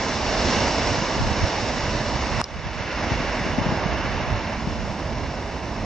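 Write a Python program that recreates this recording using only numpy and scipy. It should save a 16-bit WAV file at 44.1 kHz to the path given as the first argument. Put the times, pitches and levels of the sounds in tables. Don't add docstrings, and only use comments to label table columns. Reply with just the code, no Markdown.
import sys
import numpy as np
from scipy import signal
from scipy.fft import rfft, irfft
from scipy.io import wavfile
from scipy.ndimage import uniform_filter1d

SR = 44100
rng = np.random.default_rng(int(sys.argv[2]) if len(sys.argv) > 2 else 0)


def boost(x):
    u = np.asarray(x, float) / 20
    return 10 ** u


def wrap_up_sound(samples):
    columns = np.atleast_2d(samples).T
    tamed = np.clip(columns, -1, 1)
    steps = np.round(tamed * 32767).astype(np.int16)
    wavfile.write(sys.argv[1], SR, steps)


N = 257972


def evened(x):
    return x / np.sqrt(np.mean(x ** 2) + 1e-20)


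def read(points, hz):
    f, value = np.transpose(points)
    return np.interp(np.log(hz + 1), np.log(f + 1), value)


def curve(rows):
    s, value = np.transpose(rows)
    return np.interp(np.arange(N) / SR, s, value)


def bump(s, half_s):
    return np.exp(-((np.arange(N) / SR - s) / half_s) ** 2)


def lowpass(x, hz):
    return signal.lfilter(*signal.butter(N=2, Wn=hz, fs=SR), x)


def flutter(rate_hz):
    return evened(lowpass(rng.standard_normal(N), rate_hz))


def add(mix, s, sound):
    part = mix[:, round(s * SR):][:, :sound.shape[1]]
    part += sound[:, :part.shape[1]]


def train(patchy_db=0.46, throb_db=0.55):
    # f/Hz, density/dB
    rolling_db = [(22, -24), (45, 7.5), (120, 1), (200, -4), (410, -10), (620, -7), (950, -13.5),
                  (1320, -18), (2190, -18), (3300, -25.5), (5460, -22.5), (6900, -36), (7900, -36),
                  (8600, -53.5)]
    # f/Hz, width/Hz, level/dB
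    resonances = [(53.6, 22, 4), (223.4, 28, 8), (597, 96, 1.5), (954, 240, 4), (1324, 130, -2),
                  (1690, 300, 1.5), (2377, 120, -2.5), (2727, 1100, 4), (5390, 820, 5), (6574, 590, 8.5)]
    splits_hz = (290, 1250, 3200)
    # f/Hz, correlation/1
    likeness = [(60, 0.99), (240, 0.95), (600, 0.98), (1200, .93), (2200, 0.86), (4000, 0.74), (7400, 0.63)]
    # f/Hz, phase/rad
    lead_rad = [(0, 0.026), (1640, 0.065), (2070, 0.11), (3010, 0.38), (3270, 0.75), (3530, 0.057),
                (4050, 0.7), (4910, 0.44), (5430, 0.25), (5940, 0.8), (7580, 0.91)]
    # f/Hz, level/dB
    tilt_db = [(60, -5.5), (100, -3), (170, -3.5), (300, -3.5), (510, -3.5), (870, -3.5), (1480, -1.5),
               (2530, -2.0), (4320, 0), (7380, -1.5)]

    frames, hz = N // 512 + 5, np.fft.rfftfreq(2048, 1 / SR)
    a, b, c, d, patches = rng.standard_normal((frames, 1025, 5)).T
    patches = uniform_filter1d(patches, size=24, axis=0)
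    patches = evened(uniform_filter1d(patches, size=7, axis=1))

    same = np.clip(read(likeness, hz), -1, 1)[:, None]
    left = a + 1j * b
    right = same * left + np.sqrt(1 - same ** 2) * (c + 1j * d)
    right = right * np.exp(-1j * read(lead_rad, hz))[:, None]
    tilt = boost(read(tilt_db, hz) / 2)[:, None]

    colour_db = read(rolling_db, hz)
    for f, width_hz, db in resonances:
        colour_db = colour_db + db / (1 + (2 * (hz - f) / width_hz) ** 2)
    z = np.array([left * tilt, right / tilt]) * boost(colour_db[:, None] + patchy_db * patches)

    below = [1 / (1 + (hz / f) ** 10) for f in splits_hz]
    shares = np.diff([0 * hz, *below, 1 + 0 * hz], axis=0)
    out = 0
    for share, gain in zip(shares, layer_gains()):
        layer = signal.istft(z * np.sqrt(abs(share))[:, None], nperseg=2048, noverlap=1536)[1][:, :N]
        out = out + gain * evened(layer)
    return out * boost(throb_db * flutter(33))


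def layer_gains(bogie_s=0.11):
    # t/s, nearness/dB
    nearness = [(0, -5), (.2, -5), (.37, -3), (.53, 0.5), (.74, -2.5), (1.0, -4), (1.23, -6), (1.5, -5.5),
                (1.8, -6.5), (2.33, -8), (2.6, -8.5), (3.2, -11), (3.9, -14), (4.6, -15.5), (5.85, -17)]
    # t/s, effort/dB
    effort = [
        (0, -17.5),
        (2.2, -10),
        (2.55, -.4),
        (2.85, 1),
        (3.3, -2.2),
        (3.65, -4),
        (4.1, -2.4),
        (4.52, -5),
        (4.7, -19),
        (5.85, -26),
    ]
    # near train at its closest/dB, share of nearness followed/1, second train/dB
    layers = [
        (-31, 0.07, -47.5),
        (-26, 0.5, -36),
        (-30, 0.65, -31.5),
        (-29, 1, -56.5),
    ]
    # t/s, rumble lift/dB, roar lift/dB
    bogies = [(.35, 1, 2.5), (.62, 6, 1.1), (.86, 4, 2), (1.06, 0, 1), (1.35, 3.5, 1), (1.93, 4.5, -0.4),
              (2.22, 2, -1), (2.45, -1, 1.5), (3.1, 4.5, 0.1), (3.3, .7, -0.5), (3.5, 0, 0.5),
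              (3.72, 2.5, 4), (3.92, -1, 3.5), (4.3, -3.5, 2.5), (4.58, 3.5, -0.8), (5.04, 2, 1),
              (5.35, 2.5, 0), (5.85, 3, .6)]

    near_db, effort_db = curve(nearness), curve(effort)
    gains = []
    for db, share, second_db in layers:
        gains.append(np.hypot(boost(db + share * near_db), boost(second_db + effort_db)))
    for s, rumble_db, roar_db in bogies:
        crossing = bump(s, bogie_s)
        gains[0] = gains[0] * boost(rumble_db * crossing)
        gains[1] = gains[1] * boost(roar_db * crossing)
    return gains


def button(knock_t60_s=0.007, snap_t60_s=0.003, port_phase_rad=0.9):
    # t/s, knock/dB, knock f/Hz, housing ring/dB, wide snap/dB
    clicks = [
        (2.4002, -11, 800, -23, -25),
        (2.4146, -6, 1150, -20, -11.5),
        (2.4415, -25, 1300, -12.5, -21),
    ]
    # f/Hz, level/dB, t60/s
    modes = [(3800, -6, .006), (4350, -5, .006), (5050, -4, .015), (5350, 0, .008), (5750, -5, .005)]

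    out, t = np.zeros((2, N)), np.arange(900) / SR
    port = np.array([[0], [port_phase_rad]])
    for s, db, hz, ring_db, snap_db in clicks:
        knock = boost(db - 60 * t / knock_t60_s) * np.sin(2 * np.pi * hz * t + port + np.pi)
        knock = knock * (1 - np.exp(-t / .0002))
        ring = 0
        for f, mode_db, t60_s in modes:
            phase = rng.uniform(0, 2 * np.pi) + port
            ring = ring + boost(mode_db - 60 * t / t60_s) * np.sin(2 * np.pi * f * t + phase)
        ring = boost(ring_db) * ring * (1 - np.exp(-t / .0009))
        burst = lowpass(rng.standard_normal((2, len(t))), 8000)
        snap = boost(snap_db - 60 * t / snap_t60_s) * (burst + .2 * burst[::-1])
        add(out, s, knock + ring + snap)
    return out


def wind(lumpy_db=4, right_db=2, shared=0.27, calm_db=-49):
    # f/Hz, density/dB
    wind_db = [(12, -41), (20, -6), (59, 14.5), (134, 10), (262, -10), (358, -20), (416, -24), (700, -25.5),
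               (910, -49.5), (1540, -120)]
    # middle t/s, half length/s, level/dB
    gusts = [(.5, .12, -33), (0.927, 0.083, -33.5), (1.227, 0.06, -25), (1.434, 0.028, -21),
             (1.77, 0.071, -38), (2.115, 0.064, -36), (2.35, 0.089, -30), (2.62, 0.21, -25),
             (3.19, 0.084, -34), (3.556, 0.14, -29), (3.943, 0.22, -31), (4.302, .1, -28),
             (4.796, 0.12, -30.5), (5.163, 0.087, -35)]
    # t/s, peak level/dB, f/Hz (eddy size), left minus right/dB
    puffs = [(0.455, -18, 69.6, -3), (0.92, -18, 115, -10), (0.987, -17, 144, -8), (1.024, -15, 185, -4.5),
             (1.21, -12.5, 115, 12), (1.317, -13.5, 107.0, -25), (1.438, -11, 78, -15),
             (1.636, -20, 102, -7), (2.009, -18, 118, -4), (2.153, -23, 98, -1), (2.569, -13, 153.0, 17),
             (2.638, -14.5, 115, -10), (2.667, -13.5, 130.0, 10), (2.809, -16, 125, -14),
             (3.119, -12, 125, 8), (3.159, -17, 103.0, -7), (3.206, -17, 226, 6), (3.414, -19, 184.0, 7),
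             (3.466, -15, 210, 17), (3.505, -20, 80.6, -4.0), (3.54, -18, 143.0, -19), (3.587, -8, 230, 11),
             (3.617, -12.5, 150, 15), (3.667, -11, 156, 12), (3.692, -13.5, 155, 4),
             (3.726, -12.5, 161, 21), (3.863, -10.5, 173, -9.5), (4.324, -16, 98.5, -17),
             (4.345, -17, 83.6, -12), (4.676, -12, 174, 7)]

    colour = boost(read(wind_db, np.fft.rfftfreq(N, 1 / SR)))
    ports = []
    for _ in "LR":
        turbulence = irfft(rfft(rng.standard_normal(N)) * colour, N)
        ports.append(turbulence * boost(lumpy_db * flutter(9.9)))
    out = np.array(ports)
    gusting = boost(calm_db) + sum(boost(db) * bump(s, half_s) for s, half_s, db in gusts)
    out = evened(out + shared * out[::-1]) * gusting * boost(np.array([[-right_db], [right_db]]))

    t = np.arange(-1300, 1300) / SR
    for s, db, hz, pan_db in puffs:
        phase = rng.uniform(0, 2 * np.pi, 3)
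        glide = 1 + .13 * np.sin(phase[2]) * t * hz
        puff = np.exp(-(t * hz / 0.72) ** 2) * np.cos(2 * np.pi * hz * t * glide + phase[0])
        edge = np.exp(-(t * hz / .5) ** 2) * np.cos(2 * np.pi * 2.2 * hz * t + phase[1])
        port_db = db + np.minimum([[pan_db], [-pan_db]], 0)
        add(out, s + t[0], boost(port_db) * (puff + 0.19 * edge))
    return out


def self_noise(level_db=-58):
    white = rng.standard_normal((2, N)) + rng.standard_normal(N)
    return boost(level_db) * lowpass(white, 7500)


def gain_control(duck_s=2.4168, depth_db=-13.5, attack_s=0.0013, recover_s=0.68):
    since = np.arange(N) / SR - duck_s
    attack = np.clip(since / attack_s + 1, 0, 1)
    recovery = np.clip(1 - since / recover_s, 0, 1)
    return boost(depth_db * attack * recovery)


def scene():
    return (train() + wind() + self_noise()) * gain_control() + button()


def response(x, low_cut_hz=33.5, high_cut_hz=11500):
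    # f/Hz, width/Hz, depth/dB
    notches = [(2499, 100, -14), (3198, 150, -24), (4997, 100, -12)]
    hz = np.fft.rfftfreq(N, 1 / SR)
    gain = hz ** 2 / np.sqrt(hz ** 4 + low_cut_hz ** 4) / np.sqrt(1 + (hz / high_cut_hz) ** 16)
    for f, width_hz, depth_db in notches:
        off = (2 * (hz - f) / width_hz) ** 2
        gain = gain * np.sqrt((off + boost(depth_db) ** 2) / (off + 1))
    return irfft(rfft(x) * gain, N)


def thinned(x, from_hz=6800, under_db=-17.5, slope_db_per_khz=-2.6, uneven_db=2.8):
    hz, _, z = signal.stft(x, SR, nperseg=2048, noverlap=1536)
    power = uniform_filter1d((abs(z) ** 2).sum(0), size=2, axis=0)
    power = uniform_filter1d(power, size=5, axis=1)
    masker = power[(hz > 2000) & (hz < 6000)].mean(0)
    budget = rng.standard_normal((len(masker) // 6 + 1, len(hz) // 8 + 1))
    budget = budget.repeat(repeats=6, axis=0).repeat(repeats=8, axis=1).T[:len(hz), :len(masker)]
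    limit_db = under_db + slope_db_per_khz * (hz[:, None] - from_hz) / 1000 + uneven_db * budget
    keep = (power > masker * boost(limit_db) ** 2) | (hz < from_hz)[:, None]
    return signal.istft(z * keep, SR, nperseg=2048, noverlap=1536)[1][:, :N]


def band_limit(x):
    return signal.sosfilt(signal.butter(12, 12400, fs=SR, output="sos"), x)


def record(dry):
    mix = thinned(response(dry))
    return band_limit(mix)


dry = scene()
out = record(dry)
wrap_up_sound(out)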